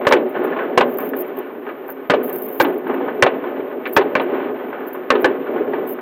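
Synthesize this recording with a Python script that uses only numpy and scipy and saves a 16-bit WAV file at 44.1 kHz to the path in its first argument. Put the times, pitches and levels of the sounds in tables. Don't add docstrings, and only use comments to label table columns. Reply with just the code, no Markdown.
import sys
import numpy as np
from scipy import signal
from scipy.fft import rfft, irfft, next_fast_len
from scipy.io import wavfile
from scipy.ndimage import map_coordinates

SR = 44100
rng = np.random.default_rng(int(sys.argv[2]) if len(sys.argv) > 2 else 0)


def transcribe(signal):
    frames = np.atleast_2d(signal).T
    limited = np.clip(frames, -1, 1)
    pcm = np.round(limited * 32767).astype(np.int16)
    wavfile.write(sys.argv[1], SR, pcm)


N = 265041

# start in seconds, level in dB before overload, t60 in seconds,
# ring pitch in Hz, its lift in dB, second ring in Hz, its lift in dB, room boom in dB, boom pitch in Hz,
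# wall echo delay in seconds, echo gain in dB, tilt in dB per octave, bass lift in dB,
# crackle in dB, roll from the near streets in relative dB.
SHELL_BURSTS = [(0.0683, -4.5, 0.042, 571, 5.5, 1176, 8.5, -27, 618, 0.041, -3, 0.9, -6, -27, -21),
                (0.1228, -3.5, 0.057, 1577, 2.5, 2284, 4.5, -15, 496.8, .040, -15, 2, -3.5, -27.5, -18.5),
                (0.7750, -2.5, 0.05, 1070, 6.5, 2794, 4, -24.5, 616, 0.032, -4.5, 2.5, -0.5, -24, -18),
                (2.0983, -6.5, 0.074, 1204, 6, 610, 5.5, -19, 624, 0.037, -2, 3.5, 6.5, -28, -20.5),
                (2.5994, -3.5, 0.064, 1600, 10.5, 830, 8.5, -12.5, 421.2, 0.047, -13.5, 1.5, -2.5, -23.5, -19),
                (3.2239, 0, 0.06, 1087, 2.5, 2745, 4.5, -21, 608, .0385, -8, 2.5, 6.5, -24, -21),
                (3.9644, -3.5, 0.082, 826, 5.5, 1750, 0, -14, 530, 0.046, -13, 1.1, -2.5, -26.5, -19.5),
                (4.1524, -9, 0.097, 2340, 6.5, 1070, 3.5, -25, 619, .044, -6.5, 1, -0.5, -42.5, -22),
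                (5.1030, -3.5, 0.055, 1113, 5.5, 1270, 4.5, -14.5, 603, .049, -14.5, 2.6, -2, -37, -18.5),
                (5.2436, -4.5, 0.07, 1797, 7, 456, 6, -15.5, 493, 0.046, -31, 0.1, -5, -33, -19.5)]
# start in seconds, hold in seconds, deep t60 in seconds,
# deep level in dB, bright t60 in seconds, bright level in dB.
FAR_ROLLS = [(0.34, 0.23, 2.2, -21, 1.8, -30.5), (0.988, 0.14, 3.1, -25.5, 4, -36.5),
             (2.203, 0.11, 1.7, -24.5, 1.7, -37), (2.828, 0.22, 2.5, -23, 5.2, -34.5),
             (3.425, 0.049, 5, -25, 5, -39.5), (4.2, 0.034, 3.65, -21.5, 3.2, -30),
             (5.445, 0.28, 1.33, -21.5, 1.2, -34.5)]
# start in seconds, level in dB,
# smear t60 in seconds, ring pitch in Hz, tilt in dB per octave, room boom in dB.
FAINT_REPORTS = [(0.051, -22, 0.022, 1100, -1, -29), (0.352, -23, 0.14, 1730, -5.5, -25),
                 (0.443, -23, 0.14, 1520, -3.5, -24.5), (0.522, -23, 0.12, 1680, -3, -37),
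                 (0.564, -25.5, 0.11, 1100, 2, -51), (0.588, -18.5, 0.22, 1600, 0.5, -31),
                 (0.984, -25.5, 0.27, 1110, -1, -38), (1.134, -26, 0.094, 1600, -1, -40),
                 (1.548, -37.5, 0.11, 900, 0, -29), (1.6658, -28, 0.16, 1360, -1, -33),
                 (1.688, -27.5, 0.13, 1360, 1.5, -35.5), (1.888, -29, 0.14, 1400, -3.5, -50),
                 (2.867, -29, 0.05, 1500, -1, -41), (2.895, -18.5, 0.33, 920, -3, -29),
                 (2.94, -26.5, 0.089, 1000, -0.5, -31), (3.0043, -32, 0.093, 904, -8.5, -25.5),
                 (3.081, -22.5, 0.18, 1510, -2, -41), (3.438, -23.5, 0.3, 1060, -1.5, -25),
                 (3.854, -25.5, 0.11, 2130, 10, -22), (3.8618, -25, 0.085, 2100, 6.5, -41),
                 (4.2965, -35.5, 0.062, 1123, 2, -27), (4.349, -19.5, 0.14, 1490, -9.5, -32),
                 (4.401, -28.5, 0.046, 1090, -6, -23), (4.727, -22.5, 1, 1490, -1.5, -47),
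                 (4.9458, -27.5, 0.22, 1080, -1, -34), (5.56, -23, 0.34, 1430, -3.5, -14),
                 (5.676, -30, 0.03, 1420, -5.5, -42.5), (5.733, -22.5, 0.13, 870, 1, -35),
                 (5.866, -36, 0.06, 1100, -9, -48), (5.9855, -28, 0.1, 1380, -2.5, -40)]
# start in seconds, hold in seconds, level in dB.
SIZZLE_SPELLS = [(0.065, 0.065, -42), (0.228, 0.0063, -52.5), (0.291, 0.0071, -49.5), (0.434, 0.016, -35),
                 (0.868, 0.09, -47.5), (0.97, 0.125, -35), (1.149, 0.13, -49), (1.164, 0.05, -29.5),
                 (1.362, 0.009, -43.5), (1.379, 0.011, -38), (1.876, 0.044, -37.5), (2.23, 0.073, -32),
                 (2.32, 0.11, -31.5), (2.416, 0.085, -32.5), (2.507, 0.12, -33.5), (2.605, 0.035, -29.5),
                 (2.664, 0.037, -42), (2.724, 0.017, -46), (2.776, 0.011, -46), (2.804, 0.013, -55.5),
                 (2.873, 0.0091, -48.5), (2.936, 0.011, -47.5), (3.871, 0.024, -38), (3.923, 0.05, -32.5),
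                 (4.212, 0.019, -51.5), (4.865, 0.015, -33), (4.929, 0.015, -33.5), (5.206, 0.014, -33.5),
                 (5.869, 0.06, -33)]
# centre in Hz, width in Hz, lift in dB.
ROOM_MODES = [(218.4, 23, 2.5), (245.3, 7.5, 7), (267.4, 7, 10.5), (367.2, 17, 7), (428, 31.7, 5.5),
              (496.4, 18, 10), (574, 66, 5.5), (684, 29, -5), (1075, 40, 4), (1248, 38, 4.5),
              (1346, 45, -5.5), (1507, 158, 7.5), (1748, 110, 8), (1987, 85, 5), (2282, 110, 5),
              (2630, 50, 2)]

# frequency in Hz, relative level in dB.
DEEP_ROLL_TONE = [(25, -80.5), (50, -43), (75, -41), (110, -30), (150, -16), (195, -14), (245, -3),
                  (310, -1.5), (400, 3.5), (520, -8), (650, -4), (850, -12.5), (1400, -70.5), (4000, -86.5)]
BRIGHT_ROLL_TONE = [(60, -74.5), (350, -27), (700, 4), (1100, 1.5), (1350, -2.5), (1600, -8), (2100, -9.5),
                    (3000, -14), (4000, -29), (5500, -64), (12000, -95.5)]
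SIZZLE_TONE = [(3000, -77), (7500, -53.5), (9000, -24.5), (11500, -10.5), (12700, -1.5), (13900, 8.5),
               (15300, -1.5), (16200, -6.5)]
HISS_TONE = [(3000, -13), (7500, -24), (10500, -19), (12500, -11), (14200, 9), (15000, -11.5),
             (16200, -15.5)]
DULL_TONE = [(100, -49), (400, 4.5), (900, 7.5), (1600, -1.5), (2900, -9), (4000, -26.5), (5500, -58),
             (9000, -74)]
BLAST_TONE = [(25, -69), (60, -18), (100, -11.5), (200, -5.5), (380, -2.5), (550, 5), (720, 1.5),
              (1100, -2.5), (1800, -9.5), (2800, -13), (4000, -25), (5600, -41.5), (12000, -85.5)]
WALL_ECHO_TONE = [(40, -61), (120, -16), (380, -10), (560, 3), (1000, 0.5), (1800, -15), (2900, -11),
                  (4000, -22), (5500, -60.5), (9000, -85)]
CRACKLE_TONE = [(600, -42), (2000, -1), (3200, 5), (5000, -4), (8000, -12), (12000, -18), (16000, -33)]


def amp(db):
    return 10 ** (np.asarray(db) / 20)


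def unit(x):
    return x / np.sqrt(np.mean(x ** 2) + 1e-20)


def unit_energy(x):
    return x / np.linalg.norm(x) * np.sqrt(SR / 100)


def fade(t, t60):
    return np.exp(-np.log(1000) * t / t60)


def swell(t, rise, hold, t60):
    return np.clip(t / rise, 0, 1) * fade(np.maximum(t - rise - hold, 0), t60)


def wobble(rate):
    knots = rng.standard_normal(int(N * rate / SR) + 4)
    return unit(map_coordinates(knots, [np.arange(N) * rate / SR]))


def add(track, start, sound):
    rest = track[max(round(start * SR), 0):]
    rest[:len(sound)] += sound[:len(rest)]


def tilted(tone, tilt_db):
    return [(hz, db + tilt_db * np.log2(max(hz / 600, 1))) for hz, db in tone]


def coloured(x, tone, resonances=()):
    size = 2 * next_fast_len(len(x) // 2 + 4096)
    hz = np.fft.rfftfreq(size, 1 / SR)
    tone_hz, tone_db = np.transpose(tone)
    db = np.interp(np.log(hz + 1), np.log(tone_hz + 1), tone_db)
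    db += sum(lift / (1 + (2 * (hz - centre) / width) ** 2) for centre, width, lift in resonances)
    cepstrum = irfft(np.log(amp(db)), size)
    cepstrum[1:size // 2] *= 2
    cepstrum[size // 2 + 1:] = 0
    return irfft(rfft(x, size) * np.exp(rfft(cepstrum)), size)[:len(x)]


def patter(rate, spread_db, t60, steady):
    starts = (rng.random(N) < rate / SR) * amp(spread_db * rng.uniform(-1.7, 1, N)) ** 2
    puff = fade(np.arange(SR // 4) / SR, t60) ** 2
    power = np.abs(signal.fftconvolve(starts, puff)[:N])
    return rng.standard_normal(N) * np.sqrt(power / power.mean() + steady)


def roll(far_dbs, far_t60s, far_rise, near_db, near_rise, near_hold, near_t60,
         earlier_db, earlier_t60, floor_db):
    t = np.arange(0, N, 64) / SR
    power = amp(floor_db) ** 2 + (amp(earlier_db) * fade(t, earlier_t60)) ** 2
    for start, *_, db in SHELL_BURSTS:
        power += (amp(db + near_db) * swell(t - start, near_rise, near_hold, near_t60)) ** 2
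    for (start, hold, *_), db, t60 in zip(FAR_ROLLS, far_dbs, far_t60s):
        power += (amp(db) * swell(t - start, far_rise, hold, t60)) ** 2
    return np.interp(np.arange(N) / SR, t, np.sqrt(power))


def city_rumble():
    deep = coloured(patter(rate=110, spread_db=-0.5, t60=0.2, steady=0.34), DEEP_ROLL_TONE, ROOM_MODES)
    scatter = patter(rate=160, spread_db=3.5, t60=0.29, steady=0.056)
    bright = coloured(scatter, BRIGHT_ROLL_TONE, ROOM_MODES)
    *_, deep_t60s, deep_dbs, bright_t60s, bright_dbs = np.transpose(FAR_ROLLS)
    deep_roll = roll(deep_dbs, deep_t60s, far_rise=0.059,
                     near_db=-1, near_rise=0.028, near_hold=0.069, near_t60=0.98,
                     earlier_db=-19, earlier_t60=0.69, floor_db=-34.5)
    bright_roll = roll(bright_dbs, bright_t60s, far_rise=0.02,
                       near_db=-13.5, near_rise=0.0044, near_hold=0.057, near_t60=0.91,
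                       earlier_db=-28, earlier_t60=0.85, floor_db=-41)
    return deep_roll * unit(deep) + bright_roll * unit(bright)


def high_sizzle(hiss_db, whine_hz, whine_db):
    t = np.arange(N) / SR
    flare_power = sum((amp(db) * swell(t - start, rise=0.004, hold=hold, t60=0.045)) ** 2
                      for start, hold, db in SIZZLE_SPELLS)
    flutter = unit(amp(2.8 * wobble(rate=70)))
    fizz = unit(coloured(patter(rate=200, spread_db=12, t60=0.015, steady=0.67), SIZZLE_TONE))
    hiss = amp(hiss_db) * unit(coloured(rng.standard_normal(N), HISS_TONE))
    phase = 2 * np.pi * np.cumsum(whine_hz + 2 * wobble(rate=14)) / SR
    whine = amp(whine_db + 2.5 * wobble(rate=25)) * np.sin(phase)
    return np.sqrt(flare_power) * flutter * fizz + hiss + whine


def reflections(tone, resonances, attack, t60, hold=0):
    t = np.arange(SR // 3) / SR
    envelope = (1 - np.exp(-t / attack)) * fade(np.maximum(t - hold, 0), t60)
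    return unit_energy(coloured(envelope * rng.standard_normal(len(t)), tone, resonances))


def faint_reports():
    out = np.zeros(N)
    for start, db, t60, ring_hz, tilt_db, boom_db in FAINT_REPORTS:
        tone = tilted(DULL_TONE, tilt_db)
        resonances = ROOM_MODES + [(ring_hz, 400, 5)]
        pop = amp(-5) * reflections(tone, resonances, attack=0.001, t60=0.04)
        smear = amp(0.5) * reflections(tone, resonances, attack=0.001, t60=t60)
        add(out, start, amp(db) * (pop + smear))
        add(out, start, amp(boom_db) * room_boom(start_hz=366, detune=0.087, rough=1.7, sinks_to=0.85))
    return out


def room_boom(start_hz, detune, rough, sinks_to=0.59):
    t = np.arange(SR // 3) / SR
    glide = sinks_to + (1 - sinks_to) * np.exp(-t / 0.0334)
    hz = start_hz * glide * (1 + detune * rng.standard_normal())
    knots = rng.standard_normal((2, 100))
    grain = map_coordinates(knots[0], [t * 160]) + 1j * map_coordinates(knots[1], [t * 160])
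    cycles = np.cumsum(hz) / SR + rng.random()
    wave = np.real((1 + rough * grain) * np.exp(2j * np.pi * cycles))
    return swell(t, rise=0.02, hold=0.035, t60=0.098) * wave / np.sqrt(1 + 2 * rough ** 2)


def shock_wave(tone, rings, attack, hold, t60, tail_db, tail_t60):
    crack = reflections(tone, ROOM_MODES + rings, attack, t60, hold)
    tail = reflections(DULL_TONE, ROOM_MODES, attack=0.012, t60=tail_t60)
    return crack + amp(tail_db) * tail


def crackle(ticks_per_s=230):
    t = np.arange(SR // 10) / SR
    ticks = (rng.random(len(t)) < ticks_per_s / SR) * rng.standard_normal(len(t))
    grit = unit(ticks) + 0.6 * rng.standard_normal(len(t))
    return unit_energy(coloured(grit * swell(t, rise=0.0025, hold=0.0085, t60=0.045), CRACKLE_TONE))


def shell_bangs():
    out = np.zeros(N)
    for (start, db, t60, ring_hz, ring_db, second_hz, second_db, boom_db, boom_hz,
         delay, echo_db, tilt_db, bass_db, crackle_db, _) in SHELL_BURSTS:
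        rings = [(ring_hz, 130, ring_db), (second_hz, 150, second_db)]
        tone = [(hz, level + bass_db * (hz < 250)) for hz, level in tilted(BLAST_TONE, tilt_db)]
        direct = shock_wave(tone, rings, attack=0.00025, hold=0.0029, t60=t60,
                            tail_db=-12.5, tail_t60=0.23)
        echo = shock_wave(WALL_ECHO_TONE, rings, attack=0.00082, hold=0.002, t60=0.079,
                          tail_db=-28.5, tail_t60=0.95)
        add(out, start, amp(db) * direct + amp(boom_db) * room_boom(boom_hz, detune=0.02, rough=0.78))
        add(out, start, amp(crackle_db) * crackle())
        add(out, start + delay, amp(crackle_db + echo_db - 17.5) * crackle())
        echo_boom = amp(boom_db) * room_boom(boom_hz, detune=0.025, rough=0.7)
        add(out, start + delay, amp(echo_db) * (amp(db) * echo + echo_boom))
    return out


def scene():
    fireworks = shell_bangs() + faint_reports() + city_rumble()
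    return (fireworks + high_sizzle(hiss_db=-59.5, whine_hz=14213, whine_db=-58))[None]


def record(dry):
    ceiling, hardness = 0.72, 8
    low_cut_hz, top_hz = 48, 16000
    clipped = dry / (1 + np.abs(dry / ceiling) ** hardness) ** (1 / hardness)
    size = next_fast_len(N + SR // 2)
    hz = np.fft.rfftfreq(size, 1 / SR)
    passband = hz ** 4 / (hz ** 4 + low_cut_hz ** 4) * (hz < top_hz)
    return irfft(rfft(clipped, size) * passband, size)[..., :N]


dry = scene()
out = record(dry)
transcribe(out)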